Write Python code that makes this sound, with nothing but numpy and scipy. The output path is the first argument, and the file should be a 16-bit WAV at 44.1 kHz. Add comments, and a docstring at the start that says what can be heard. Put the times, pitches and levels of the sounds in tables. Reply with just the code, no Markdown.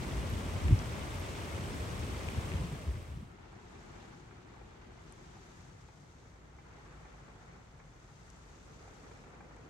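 """Steady rain on a parked car, heard first from beside it, then, after a cross-fade, from the driver's seat.
Each impact excites the body: the roof drums, the glass patters and fat drops ring the windscreen's modes.
Gusts blow sizzling spray on the side window, and the microphone turns from there to the windscreen.
Outside, splashes on wet asphalt and leaves merge into a wash, bubbles ring in puddles and eddies
buffet the microphone. Hard drops tick close by, mostly in the open air."""
import sys
import numpy as np
from scipy import signal
from scipy.fft import rfft, irfft, next_fast_len
from scipy.io import wavfile

SR = 44100
rng = np.random.default_rng(int(sys.argv[2]) if len(sys.argv) > 2 else 0)


def to_wav(s):
    """Save 16-bit WAV."""
    ch = np.atleast_2d(s).T  # columns
    pcm = np.round(np.clip(ch, -1, 1) * 32767)  # PCM
    wavfile.write(sys.argv[1], SR, pcm.astype(np.int16))


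N = 427329
TIME = np.arange(N) / SR
FFT_SIZE = next_fast_len(N)
BIN_HZ = np.maximum(np.arange(FFT_SIZE // 2 + 1) * SR / FFT_SIZE, 1)

# Stereo spectra. Each row: frequency in Hz, relative spectral density in dB,
# left-right likeness (1 is in phase, 0 unrelated), left minus right in dB.
WIND_SPECTRUM = [(15, -51, .8, -2), (28.3, -36, .8, 0), (44, -1.5, 0.97, -2), (86.5, 4, 0.91, 2),
                 (144, -6.5, 0.98, 4), (206, -10.5, 0.9, -3.5), (368, -18, 1, 3), (656, -85, 0.55, -5)]   # turbulence at the microphone
WASH_SPECTRUM = [(50, -42, 0.8, -1), (122, 2.5, 1.0, -2), (222, -1.5, 0.58, 7), (333, -1, 0.85, -4.5),
                 (590, -3.0, 0.45, 3.0), (745, -5.0, -0.19, 0), (1100, -7.0, 0.24, 2.5),
                 (1420, -9.0, -0.42, 0.5), (2000, -11.5, 0.00025, -1), (2050, -11, 0.53, 0),
                 (2960, -15.5, 0.37, -2), (4870, -21, 0.17, 5.5), (5630, -20.5, 0.19, 5.5),
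                 (7400, -22.5, 0.26, 1), (8970, -21.5, 0.57, 0), (10330, -32.5, -2.47, -2),
                 (11400, -25, 0.74, 0.5), (13400, -43.5, -0.14, -2), (15600, -32.5, 0.09, 1)]   # rain in the open
SPRAY_SPECTRUM = [(1500, -18, 0, 0), (2700, -4, 0, 1), (3500, -1.3, .1, 1.3), (4400, -2.5, .2, 2),
                  (5400, -1.6, -.1, 6.8), (6500, .5, 0, 7.4), (7500, -3.3, .1, 3.5), (8700, -8.5, .2, -.5),
                  (10000, -20, 0, 0), (11600, -20.5, .4, 0), (13200, -33, .3, 0), (15800, -35, .3, 0)]   # fine spray on glass
BOOM_SPECTRUM = [(15, -42, 1, 7), (25, -20, 0.83, -4), (47.3, 5.5, 1, 1), (73.6, -1, 0.99, -0.5),
                 (148, 0, 0.97, 3), (184, -6, 1, 4), (302, -64, 0.11, -2)]   # the heavy body, from the seat
SIDE_SPECTRUM = [(115, -9.5, 0.99, -3), (202, 2.3, 0.88, 2.5), (296, -4.5, 0.55, 7.5), (352, 0, 0.73, 8.5),
                 (416, -2.5, 0.096, -1), (487, -5.5, -0.81, 7.5), (605, -10.5, -0.19, -2),
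                 (696, -10, 0.27, -9.5), (870, -8, 1, 4), (1050, -6.5, 0.027, -2.5), (1300, -7, 0.0028, 5),
                 (1510, -6.5, -0.38, -2), (2000, -11, -0.13, 2), (2360, -13, 0.049, -1), (2520, -15, 0, -1),
                 (3060, -17, -0.1, 2), (4500, -22.5, 0.13, 0), (12000, -64, 0, 0)]   # the panels, facing the side window
FRONT_SPECTRUM = [(121, -17, 0.73, 6), (205, 0, 0.63, -0.5), (298, -2, 0.51, 0), (472, -4, 0.62, -2.5),
                  (553, -8, 0.28, -0.5), (725, -6.5, -0.058, 0), (1040, -7.5, 0.29, 0.5),
                  (1360, -6.5, 0.17, 1), (1520, -8, -0.18, -0.5), (2030, -10.5, -0.3, 1.5),
                  (2150, -12.5, 0.02, -2), (2880, -19.0, -0.23, 2.0), (4730, -28, 0.26, -1),
                  (12000, -78, 0, 0)]   # the panels, facing the windscreen

# Slow changes of strength. Each row: time in seconds, level in dB before offsets and the cross-fade.
BREEZE_LEVEL = [(0.0, -37), (0.9, -38), (1.42, -45), (1.6, -39), (2.3, -40), (2.8, -41), (3.3, -34.5)]   # wind on the microphone
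GUST_LEVEL = [(3.3, -73.5), (3.85, -65.5), (4.05, -65.5), (4.38, -71.5), (4.92, -71), (5.04, -67),
              (5.61, -64.5), (5.73, -67.5), (6.28, -69.5), (6.42, -73), (6.62, -71), (6.81, -69),
              (7.38, -69), (7.77, -71.5), (8.19, -66.5), (9.12, -65), (9.39, -71.5), (9.69, -69.5)]   # spray blown against the glass
RAIN_LEVEL = [(3.3, -58.5), (3.8, -56), (3.93, -53.5), (4.06, -54.5), (4.2, -57.5), (5.46, -57.5),
              (5.97, -62.5), (6.51, -61.5), (6.81, -56.5), (7.53, -57.5), (7.68, -61), (8.31, -60),
              (9.15, -56.5), (9.69, -58.5)]   # how hard it rains on the car
ROOF_LEVEL = [(3.3, -62), (4.0, -57), (4.25, -60.5), (5.2, -60.5), (5.9, -66), (6.4, -66), (6.9, -63.5),
              (7.5, -62.5), (7.75, -67), (8.3, -66.5), (8.8, -62), (9.35, -59.5), (9.69, -60)]   # how hard the roof drums

# The passage from open air to cabin. Each row: time in seconds, outside gain, cabin gain.
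CROSS_FADE = [(0, 0.94, 0.7), (2.45, 0.89, 0.25), (2.85, 0.46, 0.06), (3.35, 0.04, 0.95), (9.7, 0.03, 0.96)]
# Where the microphone faces. Each row: time in seconds, turn from 0 (side window) to 1 (windscreen).
FACING = [(0, 0.24), (5.2, 0.021), (6.2, 0.73), (9.7, 1)]
# Eddies at the microphone. Each row: centre in seconds, peak in dB before the cross-fade,
# pitch in Hz, length in cycles.
EDDIES = [(0.192, -29, 70, 1), (.345, -32, 115, 1.5), (.663, -23.5, 80, 1.9), (.708, -27, 270, 1),
          (.7315, -11.5, 110, .85), (2.385, -29, 105, 1.2), (2.545, -30, 185, 1.3), (2.56, -26, 95, .7),
          (2.609, -28.5, 140, 1.3), (2.652, -29, 170, 2), (2.732, -33, 150, 2.8), (2.897, -21, 70, 1.7),
          (2.975, -29.5, 105, 2.2), (3.12, -31, 70, 1.3), (3.175, -22, 150, .7), (3.232, -21, 175, .7)]
# Hard drops close by. Each row: start in seconds, peak in dB, pitch in Hz.
NEAR_DROPS = [(0.3, -48, 13000), (0.682, -41, 2200), (0.742, -49, 12000), (0.7905, -41, 5800),
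              (0.798, -43, 2500), (1.026, -44, 2800), (1.198, -49, 12000), (1.42, -53, 12500),
              (1.993, -48, 10500), (2.286, -40, 2500), (2.3, -49, 12000), (2.518, -40, 2400),
              (2.537, -43, 2800), (3.027, -59, 13000), (5.124, -46, 8000), (8.301, -53, 7200),
              (8.363, -57, 7000), (9.564, -62, 7000)]
# Fat drops on the windscreen. Each row: start in seconds, peak in dB,
# brightness in dB per natural-log unit of frequency.
FAT_DROPS = [(3.385, -51, -1), (3.754, -50, 1), (3.984, -49.5, 0), (4.026, -49.5, 0), (4.309, -50, 3),
             (4.563, -51.5, 2), (4.612, -48, -3), (5.21, -50.5, -3), (5.886, -49.5, 0), (6.585, -47, -1),
             (6.783, -51, -3), (7.053, -48.5, 2), (7.447, -51, -1), (7.799, -48.5, 1), (8.877, -47, -2),
             (9.111, -46, -3), (9.405, -45, 1)]
# The windscreen's modes. Each row: frequency in Hz, bandwidth in Hz, relative level in dB.
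PANE_MODES = [(380, 150, -4), (795, 175, 0.5), (1100, 150, -12), (1330, 140, -7.5), (1590, 130, -10),
              (1820, 140, -12), (2090, 140, -10.5), (2340, 150, -6.5)]

DROP_BAND_EDGES_HZ = [0, 650, 2600, 7000, 22050]   # drops of different sizes sound in different bands
WINDOW_PITCHES = [.88, .97, 1.02, 1.13]   # ratios to the windscreen's pitch: the panes differ in size


def from_db(db):
    """Amplitude grows tenfold for every 20 dB."""
    return 10 ** (np.asarray(db) / 20)


def unit_rms(x):
    """Normalisation brings a signal, or the mean of a stereo pair, to rms 1."""
    return x / (np.std(np.atleast_2d(x).mean(axis=0)) + 1e-20)


def in_time(rows):
    """Linear interpolation gives each column of a curve at every sample."""
    seconds, *columns = np.transpose(rows)
    return [np.interp(TIME, seconds, column) for column in columns]


def noise():
    """White noise, uncorrelated between the two channels."""
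    return rng.standard_normal((2, N))


def landings(per_s):
    """Independent drops arrive as a Poisson process: true at each sample where one lands."""
    return rng.random(N) < per_s / SR


def cut(x, hz, kind):
    """A fourth-order low-pass or high-pass falls by 24 dB per octave."""
    return signal.sosfilt(signal.butter(4, hz, kind, fs=SR, output="sos"), x)


def resonance(x, hz, width_hz):
    """A damped oscillator with peak gain 1: the narrower its band, the longer it rings."""
    radius = np.exp(-np.pi * width_hz / SR)
    feedback = [1, -2 * radius * np.cos(2 * np.pi * hz / SR), radius ** 2]
    return signal.lfilter(np.array([1, 0, -1]) * (1 - radius ** 2) / 2, feedback, x + 1e-18)


def stereo_field(pair, spectrum):
    """Mixing two unrelated, coloured signals makes the channels partly coherent; the result has rms 1."""
    hz, *columns = np.transpose(spectrum)
    level_db, likeness, balance_db = [np.interp(np.log(BIN_HZ), np.log(hz), c) for c in columns]
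    a, b = rfft(pair, FFT_SIZE) * from_db(level_db)
    blend = np.arcsin(np.clip(likeness, -.7, 1)) / 2
    left = (np.cos(blend) * a + np.sin(blend) * b) * from_db(balance_db / 2)
    right = (np.sin(blend) * a + np.cos(blend) * b) * from_db(-balance_db / 2)
    return unit_rms(irfft([left, right], FFT_SIZE)[:, :N])


def patter(per_s, spread_db, t60, pan_db=1.5, hop=16):
    """Random impacts, per_s in each band, are decaying bursts of noise whose energies add."""
    steps, step_s = N // hop + 1, hop / SR
    energy_decay = from_db(-60 * step_s / t60) ** 2
    white, out = rfft(noise(), FFT_SIZE), np.zeros((2, N))
    for low, high in zip(DROP_BAND_EDGES_HZ, DROP_BAND_EDGES_HZ[1:]):
        sizes_db = spread_db * np.minimum(rng.exponential(1, steps), 6)   # many small, few large
        place_db = pan_db * rng.uniform(-0.68, 1, steps) * np.array([[1], [-1]])
        drops = from_db(sizes_db + place_db) * (rng.random(steps) < per_s * step_s)
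        energy = signal.lfilter([1], [1, -energy_decay], drops ** 2 + 1e-18)
        envelope = np.repeat(np.sqrt(energy / energy.mean()), hop, axis=1)[:, :N]
        band = irfft(white * ((BIN_HZ > low) & (BIN_HZ <= high)), FFT_SIZE)[:, :N]
        out += band * envelope
    return unit_rms(out)


def splash(t60):
    """One impact radiates noise that decays exponentially, by 60 dB in t60 seconds."""
    t = TIME[:SR // 10]
    return rng.standard_normal((2, len(t))) * from_db(-60 * t / t60)


def add(out, start_s, sound, peak_db):
    """Superposition: a sound joins the mix, the mean of its channels peaking at peak_db."""
    start = int(start_s * SR)
    part = sound[:, :N - start] / np.abs(sound.mean(axis=0)).max()
    out[:, start:start + part.shape[1]] += from_db(peak_db) * part


def wind(swell_db=-15, swell_s=0.026, lead_s=0.0085, sag_octaves_per_s=11):
    """Turbulence rumbles on the microphone, swelling as each eddy nears with its slowing pressure swings."""
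    swells = sum(from_db(peak_db + swell_db) * np.exp(-((TIME - centre_s + lead_s) / swell_s) ** 2)
                 for centre_s, peak_db, _, _ in EDDIES)
    breeze = from_db(in_time(BREEZE_LEVEL)[0])
    out = (breeze + swells) * stereo_field(noise(), WIND_SPECTRUM)
    t = TIME[:SR // 5] - .1   # seconds from the eddy's centre
    for centre_s, peak_db, hz, length in EDDIES:
        cycles = np.cumsum(hz * 2 ** (-sag_octaves_per_s * t)) / SR
        cycles -= cycles[len(t) // 2]
        phase = rng.uniform(0, 2 * np.pi) + np.array([[.15], [-.15]])   # the eddy reaches one port first
        swing = np.sin(2 * np.pi * cycles + phase) / np.cosh(np.sqrt(2) * cycles / length)
        add(out, centre_s + t[0], swing * from_db([[.3], [-.3]]), peak_db)
    return out


def puddle_bubbles(low_hz=1900, high_hz=3600, count=20, width_share=.03):
    """Air trapped by a drop resonates as a small bubble, each ringing briefly at its own pitch."""
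    pitches = np.geomspace(low_hz, high_hz, count)
    drops = landings(per_s=520) * noise()
    pitch_index = rng.integers(0, count, N)
    rings = sum(resonance(drops * (pitch_index == k), hz, width_share * hz)
                for k, hz in enumerate(pitches))
    return from_db(-61.5) * unit_rms(rings)


def open_rain():
    """Countless far splashes add incoherently into a wash; the near ones stand out as grain."""
    splashes = noise() + from_db(-3.5) * patter(per_s=900, spread_db=2.0, t60=0.033)
    return from_db(-44) * stereo_field(splashes, WASH_SPECTRUM)


def near_ticks(width_share=.45, top_ratio=1.2):
    """A brief impact has a broad spectrum: a hard drop ticks, and the finest spatters sound highest."""
    out = np.zeros((2, N))
    for start_s, peak_db, hz in NEAR_DROPS:
        width_hz = width_share * hz
        tick = resonance(resonance(splash(t60=0.008), hz, width_hz), hz, width_hz)
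        add(out, start_s, cut(tick, top_ratio * hz, "low"), peak_db)
    return out * from_db([[1.5], [-1.5]])


def spray(level_db, treble_hz=12400):
    """Dense, tiny impacts sizzle on the glass among coarser spatters; stronger gusts sound brighter."""
    spatters = from_db(-13) * patter(per_s=45, spread_db=1.5, t60=0.025)
    droplets = patter(per_s=1700, spread_db=2.0, t60=0.04)
    sizzle = stereo_field(droplets + spatters, SPRAY_SPECTRUM)
    treble = irfft(rfft(sizzle, FFT_SIZE) / (1 + (treble_hz / BIN_HZ) ** 8), FFT_SIZE)[:, :N]
    treble_gain = from_db(level_db - np.median(level_db))
    return from_db(level_db) * (sizzle + (treble_gain - 1) * treble)


def pane(strike, tilt_db=0, pitch=1, spread_db=1.2, top_hz=2700):
    """Struck glass sounds as a sum of damped modes, tilted bright or dull and varied at random."""
    lowest_hz, ring = PANE_MODES[0][0], 0
    for k, (hz, width_hz, level_db) in enumerate(PANE_MODES):
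        # two resonances in series swell and die within milliseconds
        mode = resonance(resonance(strike(), pitch * hz, width_hz), pitch * hz, width_hz)
        strength_db = level_db + tilt_db * np.log(hz / lowest_hz) + rng.normal(0, spread_db)
        ring = ring + (-1) ** k * from_db(strength_db) * mode
    return cut(ring, top_hz, "low")


def window_drops(per_s=85):
    """Larger drops land softly on all the windows, each impulse exciting its own mix of modes."""
    out = 0
    for pitch in WINDOW_PITCHES:
        samples = np.flatnonzero(landings(per_s / len(WINDOW_PITCHES)))

        def strike():
            """An impulse of random strength for every landing, in each channel."""
            hits = np.zeros((2, N))
            hits[:, samples] = rng.standard_normal((2, len(samples)))
            return hits
        out = out + pane(strike, pitch=pitch)
    return unit_rms(out)


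def windscreen_taps():
    """A fat drop's impulse gives a hollow tock, then the water spreads; each tock has its own brightness."""
    out = np.zeros((2, N))
    for start_s, peak_db, brightness_db in FAT_DROPS:
        hit = signal.unit_impulse(SR // 10) + from_db(-23) * splash(t60=.085)
        pitch = rng.normal(1, .022)   # varies with the spot that is struck
        add(out, start_s, pane(lambda: hit, brightness_db, pitch), peak_db)
    return out


def body_boom(rain_db, swing_share=0.24):
    """The heavy body responds at low frequencies, following only a share of the rainfall's swing."""
    swing_db = rain_db - np.median(rain_db)
    return from_db(-57 + swing_share * swing_db) * stereo_field(noise(), BOOM_SPECTRUM)


def panel_patter():
    """The cabin filters the impacts; an equal-power blend shifts their colour as the microphone turns."""
    turn = in_time(FACING)[0] * np.pi / 2
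    side, front = [stereo_field(patter(per_s=1300, spread_db=2.5, t60=0.17), spectrum)
                   for spectrum in (SIDE_SPECTRUM, FRONT_SPECTRUM)]
    return np.cos(turn) * side + np.sin(turn) * front


def rain_on_car(crossover_hz=620):
    """Panels driven by impacts radiate sound: the lined roof drums dully and the glass patters above it."""
    rain_db, gust_db, roof_db = in_time(RAIN_LEVEL) + in_time(GUST_LEVEL) + in_time(ROOF_LEVEL)
    panels = panel_patter()
    roof = from_db(roof_db) * unit_rms(cut(panels, crossover_hz, "low"))
    glass = from_db(rain_db - 6.5) * unit_rms(cut(panels, crossover_hz, "high"))
    larger_drops = from_db(rain_db - 13) * window_drops()
    return body_boom(rain_db) + roof + glass + larger_drops + spray(gust_db - 4)


def scene():
    """The sources add linearly: open air cross-fades into the cabin, while taps and ticks bypass the fade."""
    outside_gain, cabin_gain = in_time(CROSS_FADE)
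    outside = open_rain() + puddle_bubbles() + wind()
    return outside_gain * outside + cabin_gain * rain_on_car() + windscreen_taps() + near_ticks()


def record(dry):
    """A steep elliptic low-pass limits the bandwidth to 15.8 kHz."""
    return signal.sosfilt(signal.ellip(10, .1, 80, 15800, fs=SR, output="sos"), dry)


dry = scene()
out = record(dry)
to_wav(out)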